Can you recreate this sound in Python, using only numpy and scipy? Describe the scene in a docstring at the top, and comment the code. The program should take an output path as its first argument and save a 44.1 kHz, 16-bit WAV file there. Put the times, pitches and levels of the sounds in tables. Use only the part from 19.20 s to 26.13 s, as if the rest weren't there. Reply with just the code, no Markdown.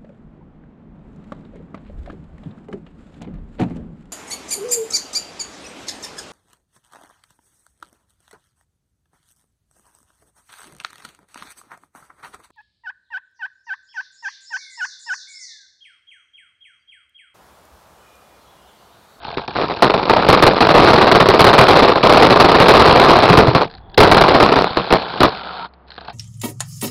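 """A kick scooter on small hard wheels pushes off over pitted concrete, heard by an overloaded microphone riding on it.
At cruising speed, grain and pits shake the frame; each joint or pit clacks under the front wheel, then the rear.
It runs over a low ramp: the bearings whirr in the air, and the hard landing slams the deck in low thuds.
The fender brake then rubs and judders on the rear wheel, nears a squeal at the stop, and loose parts knock and tick.
Quiet outdoor air and a low hum lie under it all; the clipped microphone channel adds the top treble."""
import sys
import numpy as np
from scipy import signal
from scipy.fft import rfft, irfft, next_fast_len
from scipy.io import wavfile
from scipy.ndimage import uniform_filter1d, map_coordinates

SR = 44100
rng = np.random.default_rng(int(sys.argv[2]) if len(sys.argv) > 2 else 0)


def to_wav(s):
    """Save 16-bit WAV."""
    ch = np.atleast_2d(s).T  # columns
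    pcm = np.round(np.clip(ch, -1, 1) * 32767)  # PCM
    wavfile.write(sys.argv[1], SR, pcm.astype(np.int16))


N = 305613
TIME = np.arange(N) / SR
CRUISE_M_PER_S = 4
TAKEOFF_S, LANDING_S, BRAKE_ON_S, STOP_S = 4.435, 4.777, 5.33, 6.46

# the frame's answer to a blow [f/Hz, level/dB]
FRAME_COLOUR = [(20, -29.5), (60, -17), (150, -5.5), (240, -11.5), (400, -3), (560, -0.5), (780, 0),
                (1200, -2.5), (1750, -13), (2500, -17), (3100, -20), (4150, -14), (5000, -25.5),
                (6000, -23)]
# slower-dying modes of the steering column [f/Hz, width/Hz, level/dB]
COLUMN_MODES = [(392, 62, -13), (454.5, 9.1, 15), (646, 49, 0.5), (805.5, 15, 8.5)]
# what a light touch rings in the loose steel parts [f/Hz, width/Hz, level/dB]
LOOSE_MODES = [(433, 13, -12.5), (692, 55, 8.5), (840, 150, 8.5), (1140, 660, -0.5), (1607, 140, 1.5),
               (2700, 1200, -24), (3840, 1300, -6.5), (4560, 760, -11)]
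# deck bending [f/Hz, width/Hz, level/dB]
DECK_MODES = [(62, 91, -8), (129, 88, -1), (187.5, 11.5, 0.5), (195.6, 25.6, -3), (467, 168, -0.5)]
# thin steel fittings [f/Hz, level/dB]
FITTINGS_COLOUR = [(200, -33.5), (900, -17.5), (1700, -14), (2400, 1), (3200, -6), (4200, -8.5), (5200, -6)]
# boom of the deck; change as the rider pushes off for the jump; change under light blows
FLEX_DB, JUMP_FLEX_DB, LIGHT_FLEX_DB = -6.5, 6, -1.5
PUSH_S, PUSH_LENGTH_S = 4.246, 0.15
JINGLE_DB, JINGLE_POWER = -14.5, 0.71  # the fittings chatter as this power of the shake


def scooter():
    """Hard blows ring the frame and steering column, light ones the loose parts; both boom the deck and jingle the
    fittings."""
    load = wheel_load(skip_s=0.022, skip_db=-6.0, bounce_hz=48.7, bounce_db=1.75)
    force = (rolling() + clacks()) * grounded() * load
    # crossfade from loose parts to frame and column around an effort of -24 dB
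    effort = loudness(force, 0.045)
    hard = 1 / (1 + (amp(-24) / (effort + 1e-6)) ** 4)
    frame = amp(-0.5) * ring(hard * force, colour(FRAME_COLOUR))
    column = amp(-18) * ring(hard * force, modes(COLUMN_MODES))
    loose = amp(-0.5) * ring((1 - hard) * force, modes(LOOSE_MODES))
    bending = ring(force, modes(DECK_MODES))
    boom = filtered(bending, lambda hz: 1 / (1 + 1j * hz / 600))
    push = np.exp(-((TIME - PUSH_S) / PUSH_LENGTH_S) ** 2)
    flex = amp(FLEX_DB + JUMP_FLEX_DB * push + LIGHT_FLEX_DB * (1 - hard))
    # the fittings chatter at their own moments, as hard as they are shaken
    chatter = contacts(rate=140, spread_db=5.5, even_s=0.045, t60=0.02)
    jingle = amp(JINGLE_DB) * loudness(force, 0.011) ** JINGLE_POWER * chatter
    return frame + column + loose + flex * boom + ring(jingle, colour(FITTINGS_COLOUR))


# how rough the ground is: the shake it gives at cruising speed [t/s, level/dB]
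ROUGHNESS = [(0, -22.5), (0.14, -15), (0.26, -32.5), (0.40, -11), (0.58, -24.5), (0.95, -16.5),
             (1.35, -18.5), (1.6, -6.5), (2.05, -18.5), (2.58, -6.5), (2.8, -19.5), (2.89, -5.5),
             (3.25, -13), (3.6, -5), (4.15, -11), (4.33, -20.5), (5.0, -13), (5.4, -9.5), (5.53, -23.5),
             (5.88, -19.5), (5.99, -4), (6.12, -14)]
SHAKE_POWER = 1.7  # the shake grows as this power of the speed
GRAINS_PER_M, PITS_PER_M = 375, 42


def rolling():
    """Fine sand grain under the wheels, and sparser pits that each give a knock; denser and louder with speed."""
    grain = amp(-3) * contacts(rate=GRAINS_PER_M * speed(), spread_db=2.5, even_s=.015, t60=0.008)
    pits = amp(1.5) * contacts(rate=PITS_PER_M * speed(), spread_db=1.0, even_s=.035, t60=0.012)
    shake = gain(ROUGHNESS) * (speed() / CRUISE_M_PER_S) ** SHAKE_POWER
    return shake * (grain + pits)


# push off, cruise, slow to a stop [t/s, speed/(m/s)]
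SPEED_CURVE = [(0, 1.33), (0.78, 2.94), (1.08, 4), (5.05, 4), (5.705, 1.83), (6.47, 0)]


def speed(t=TIME):
    """Speed in m/s, straight lines between the points of the curve."""
    return np.interp(t, *np.transpose(SPEED_CURVE))


# the parts knock as the rider shifts at rest [t/s, level/dB, t60/s]
REST_KNOCKS = [(6.69, -45, 0.3), (6.779, -25.5, 0.05), (6.813, -38, 0.45), (6.88, -28.5, 0.089),
               (6.898, -31, 0.049)]


def clacks():
    """Each jolt or knock is a first strike, then a dying chatter of the loose deck and steering column."""
    blows = jolts() + REST_KNOCKS
    strikes = decays([(s, db - 6, .035) for s, db, _ in blows]) * rng.standard_normal(N)
    chatter = decays(blows) * contacts(rate=400, spread_db=5.0, even_s=.011, t60=0.017)
    return strikes + chatter


# joints, pits, ramp edges and the landing, timed at the front wheel [t/s, front level/dB, rear level/dB]
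GROUND_BUMPS = [(0.033, -35, -19), (0.05, -28, -20.5), (0.172, -17, -12.5), (0.278, -21, -28),
                (0.356, -14, 4), (0.407, -13.5, -20), (0.698, -9, -3), (0.74, -10.5, -7.5),
                (0.777, -15, -7.5), (1.087, 3.5, 5.5), (1.128, 2.5, 3), (1.172, -7.5, -24.5),
                (1.406, 1.5, -0.5), (1.49, -1, -9), (1.674, -1.5, -1), (1.733, -2, -2), (1.777, -5, 1),
                (1.949, 2, 3), (2.001, 2, -2.5), (2.058, -4.5, 2), (2.193, 8, 0.5), (2.243, 5, 9.5),
                (2.268, 3.5, -2), (2.484, 0, -1), (2.678, -3.5, -21), (2.757, -11, -7.5), (2.832, -2, -5),
                (3.023, 3, -6), (3.106, 1, 0), (3.199, 6, -10), (3.285, -1.5, -4), (3.317, -2, -11.5),
                (3.346, -1.5, 6.5), (3.401, 4, -4), (3.758, -1, -3), (3.886, 2, -4.5), (3.954, -10, 0),
                (4.129, -1.5, -7.5), (4.173, 6.5, -16), (4.271, -6, -11.5), (4.349, -1.5, -40),
                (4.777, 7.5, 7), (4.804, 8, 0), (4.831, 2, 0.5), (5.008, 3, -3), (5.082, -3, -1.5),
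                (5.201, 1.5, -5.5), (5.32, -8, -29), (5.57, -9.5, -18.5), (5.705, -8, -2),
                (5.724, 0.5, -0.5)]
WHEELBASE_M = 0.55
RATTLE_T60_S = 0.15  # chatter after a bump at cruising speed
RATTLE_PER_SLOWDOWN = 0.3  # the chatter lengthens as this power of the slowdown


def jolts():
    """The front wheel hits each bump, the rear one a wheelbase later: rows of (s, dB, rattle t60 s)."""
    front = [(s, db) for s, db, _ in GROUND_BUMPS]
    rear = [(s + WHEELBASE_M / speed(s), db) for s, _, db in GROUND_BUMPS]
    rows = []
    for s, db in front + rear:
        slowdown = CRUISE_M_PER_S / max(speed(s), 2)
        rows.append((s, db, RATTLE_T60_S * slowdown ** RATTLE_PER_SLOWDOWN))
    return rows


def wheel_load(skip_s, skip_db, bounce_hz, bounce_db):
    """The hard wheels bounce on the concrete, and lose grip just before each jolt, more so at speed."""
    lift = np.zeros(N)
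    for s, _, _ in jolts():
        end = round(s * SR)
        start = max(end - int(skip_s * SR), 0)
        rise = np.sin(np.linspace(0, np.pi / 2, end - start))
        lift[start:end] = np.maximum(lift[start:end], rise)
    bounce = ring(rng.standard_normal(N), steep_modes([(bounce_hz, 25, 0)]))
    skip = skip_db * lift * speed() / CRUISE_M_PER_S
    return amp(skip + bounce_db * np.tanh(bounce))


LIFT_OFF_T60_S = 0.12  # the shake dies away as the wheels leave the ground


def grounded():
    """1 while the wheels touch the concrete, dying towards 0 in the air."""
    lifting_off = amp(-60 * np.maximum(TIME - TAKEOFF_S, 0) / LIFT_OFF_T60_S)
    return np.maximum(lifting_off, TIME >= LANDING_S)


# the rider's weight slams the deck down [t/s, level/dB, f/Hz, t60/s]
DECK_THUDS = [(3.21, -35, 61.5, 0.12), (3.6, -9, 75, .15), (4.104, 0, 173, 0.1), (4.181, -12, 47.8, 0.22),
              (4.28, -2, 123, 0.094), (4.46, -27, 164, 0.087), (4.785, -6, 99.5, 0.38),
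              (4.923, -13, 51.7, 0.12)]


def thuds():
    """The deck bounces for a few low cycles: decaying sines with a soft onset."""
    out = np.zeros(N)
    t = TIME[:SR // 3]
    for s, db, hz, t60 in DECK_THUDS:
        envelope = amp(db - 60 * t / t60) * (1 - np.exp(-t / 0.00098))
        out[round(s * SR):][:len(t)] += envelope * np.sin(2 * np.pi * hz * t)
    return out


# fender ringing [f/Hz, width/Hz, level/dB]
FENDER_MODES = [(177.5, 22, 2.5), (440, 220, -4), (745, 96, 5), (980, 100, -2.5), (1040, 110, 0.5),
                (1380, 210, 1), (1600, 250, -2), (2380, 590, -11.5), (3030, 170, -5), (3430, 640, -7),
                (4270, 770, -7.5)]
BRAKE_DB, BRAKE_DB_PER_M_S = -33, 2.5  # rubbing at a crawl; louder with speed
SQUEAL_DB, SQUEAL_DB_PER_M_S = -30.5, -9.5  # squeal at the stop; weaker with speed
JUDDER_HZ, JUDDER_DEPTH = 50.4, 0.11


def brake():
    """Dense slips of the wheel under the juddering fender; just before the stop they lock towards a squeal."""
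    slips = contacts(rate=560, spread_db=4.5, even_s=0.01, t60=0.019)
    rub = amp(BRAKE_DB + BRAKE_DB_PER_M_S * speed()) * ring(slips, modes(FENDER_MODES))
    howl = ring(rng.standard_normal(N), steep_modes([(915, 130, 0), (1360, 150, -1)]))
    squeal = amp(SQUEAL_DB + SQUEAL_DB_PER_M_S * speed()) * howl
    judder = 1 + JUDDER_DEPTH * np.sin(2 * np.pi * JUDDER_HZ * TIME + wobble(8.6))
    pressure = held(BRAKE_ON_S, STOP_S, attack_s=.13, release_s=0.046) * judder
    return pressure * (rub + squeal)


# free wheel ringing [f/Hz, width/Hz, level/dB]
WHEEL_MODES = [(222, 120, -7), (426, 60, -7), (756, 76, -1), (1050, 250, -20), (1620, 130, -23)]
SPIN_DB, SPIN_DB_PER_S = -46, -18  # bearings at take-off; they run down in the air


def free_wheels():
    """In the air only the bearings whirr, while the air stream rumbles softly on the microphone."""
    balls = rng.standard_normal(N) * amp(5.3 * wobble(50))
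    whirr = filtered(ring(balls, modes(WHEEL_MODES)), lambda hz: 1 / (1 + (hz / 2100) ** 6))
    zing = amp(-15) * ring(balls, steep_modes([(3400, 350, 0)]))
    spin = amp(SPIN_DB + SPIN_DB_PER_S * np.clip(TIME - TAKEOFF_S, 0, 1))
    rumble = colour([(25, -10), (70, -8), (150, -15.5), (500, -38), (2000, -74)])
    stream = amp(-44.5) * ring(rng.standard_normal(N), rumble)
    return (1 - grounded()) * (spin * (whirr + zing) + stream)


# small dry ticks of the loose fittings while the wheels are unloaded or at rest [t/s, level/dB]
FITTING_TICKS = [(4.538, -33), (4.576, -45), (4.698, -46), (4.717, -52), (4.744, -26.5), (6.487, -55),
                 (6.537, -45), (6.681, -47), (6.705, -37), (6.718, -32), (6.762, -35)]
# clothes and grips rustle at take-off and after the stop [start t/s, end t/s, level/dB]
RUSTLE_MOVES = [(4.47, 4.57, -47), (6.667, 6.93, -48.5)]
# a tick's ring [f/Hz, width/Hz, level/dB]
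TICK_MODES = [(780, 200, -8), (1600, 360, 2.5), (2900, 920, -6), (4150, 450, 4.5), (4870, 460, -16)]


def ticks():
    """Loose fittings settle against each other amid a faint rustle: noise bursts through the tick's modes."""
    clicks = decays([(s, db, .022) for s, db in FITTING_TICKS]) * rng.standard_normal(N)
    moves = sum(amp(db) * held(start, end, attack_s=0.014, release_s=0.14) for start, end, db in RUSTLE_MOVES)
    rustle = moves * contacts(rate=330, spread_db=8, even_s=.04, t60=0.011)
    return ring(clicks + rustle, modes(TICK_MODES))


# distant outdoor air [f/Hz, level/dB]
AIR_COLOUR = [(20, -11), (70, -7), (120, -7.5), (180, -2), (300, -9.5), (430, -7), (560, -7.5), (800, -4.5),
              (1400, -12.5), (2000, -23), (4200, -35), (6000, -50)]
# low hum, before its wavering [f/Hz, level/dB]
HUM_TONES = [(64.6, -53), (167, -66)]


def background():
    """Quiet outdoor air as coloured noise, and a low hum wavering in level and phase."""
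    hum = np.zeros(N)
    for hz, db in HUM_TONES:
        level = np.sqrt(2) * amp(db + 2.5 * wobble(25))
        hum += level * np.sin(2 * np.pi * hz * TIME + .35 * wobble(9.9))
    return hum + amp(-51.5) * ring(rng.standard_normal(N), colour(AIR_COLOUR))


def contacts(rate, spread_db, even_s, t60):
    """Random brief crunches of scattered size, rate a second, evened to about rms 1 over even_s."""
    blows = (rng.random(N) < rate / SR) * amp(spread_db * rng.standard_normal(N)) ** 2
    decay = amp(-60 * TIME[:SR // 8] / t60) ** 2
    power = np.abs(signal.fftconvolve(blows, decay)[:N])
    mean = np.abs(uniform_filter1d(power, max(int(even_s * SR), 2)))
    return np.sqrt(power / (mean + 1e-6 * np.mean(power))) * rng.standard_normal(N)


def decays(rows):
    """Summed envelope of (s, dB, t60 s) bursts, added as powers."""
    power = np.zeros(N)
    for s, db, t60 in rows:
        start = round(s * SR)
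        t = TIME[:min(SR // 3, N - start)]
        power[start:start + len(t)] += amp(db - 60 * t / t60) ** 2
    return np.sqrt(power)


def held(start, end, attack_s, release_s):
    """Rises from start, holds until end, then dies by 60 dB in release_s."""
    rise = np.clip((TIME - start) / attack_s, 0, 1)
    return rise * amp(-60 * np.maximum(TIME - end, 0) / release_s)


def wobble(rate):
    """A smooth random curve, rate knots a second."""
    return map_coordinates(rng.standard_normal(int(N * rate / SR) + 4), [TIME * rate])


def modes(rows):
    """Causal response of (Hz, width Hz, dB) resonances, alternating in sign."""
    def response(hz):
        total = 0
        for k, (centre, width, db) in enumerate(rows):
            damping = 1j * hz * width
            total = total + (-1) ** k * amp(db) * damping / (centre ** 2 - hz ** 2 + damping)
        return total
    return response


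def steep_modes(rows):
    """Resonances passed twice, for steeper skirts."""
    return lambda hz: modes(rows)(hz) ** 2


def colour(points):
    """Causal minimum-phase response with the gains of (Hz, dB) points."""
    def response(hz):
        f, db = np.transpose(points)
        gains = amp(np.interp(np.log(hz + 1), np.log(f), db))
        # folding the cepstrum forward in time gives the minimum phase
        cepstrum = irfft(np.log(gains))
        cepstrum[1:len(hz) - 1] *= 2
        cepstrum[len(hz):] = 0
        return np.exp(rfft(cepstrum))
    return response


def ring(force, body):
    """A body driven by a broadband force, keeping the force's level."""
    def response(hz):
        h = body(hz)
        return h / np.sqrt(np.mean(np.abs(h) ** 2))
    return filtered(force, response)


def filtered(x, response):
    """x times a complex response of frequency, padded so that tails do not wrap round."""
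    size = 2 * next_fast_len(N // 2 + SR // 4)
    return irfft(rfft(x, size) * response(np.fft.rfftfreq(size, 1 / SR)), size)[:N]


def loudness(x, seconds):
    """Running rms."""
    return np.sqrt(np.abs(uniform_filter1d(x ** 2, int(seconds * SR))))


def gain(rows):
    """(s, dB) rows as one gain per sample."""
    return amp(np.interp(TIME, *np.transpose(rows)))


def amp(db):
    """Decibels as an amplitude factor."""
    return 10 ** (np.asarray(db) / 20)


def scene():
    """Scooter and surroundings at the microphone."""
    return (scooter() + thuds() + brake() + free_wheels() + ticks() + background())[None]


def overload(x, ceiling, hardness):
    """Flat-topped clipping with a narrow knee."""
    return x / (1 + np.abs(x / ceiling) ** hardness) ** (1 / hardness)


# colour after the overloaded input, taken relative to the first row [f/Hz, level/dB]
PRESENCE_COLOUR = [(5000, 1), (6500, -8), (8200, -6), (10000, -1), (16000, -1.5)]
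MICROPHONE_HZ, TOP_HZ = 5200, 16000  # treble edge before the clipping; cutoff after it


def record(dry):
    """A dull microphone channel overloads; its clipping makes the top treble."""
    dull = filtered(dry[0], lambda hz: 1 / np.sqrt(1 + (hz / MICROPHONE_HZ) ** 30 + (hz / 5650) ** 90))
    clipped = overload(dull, ceiling=.74, hardness=10)
    f, db = np.transpose(PRESENCE_COLOUR)
    return filtered(clipped, lambda hz: (hz < TOP_HZ) * amp(np.interp(hz, f, db - db[0])))[None]


dry = scene()
out = record(dry)
to_wav(out)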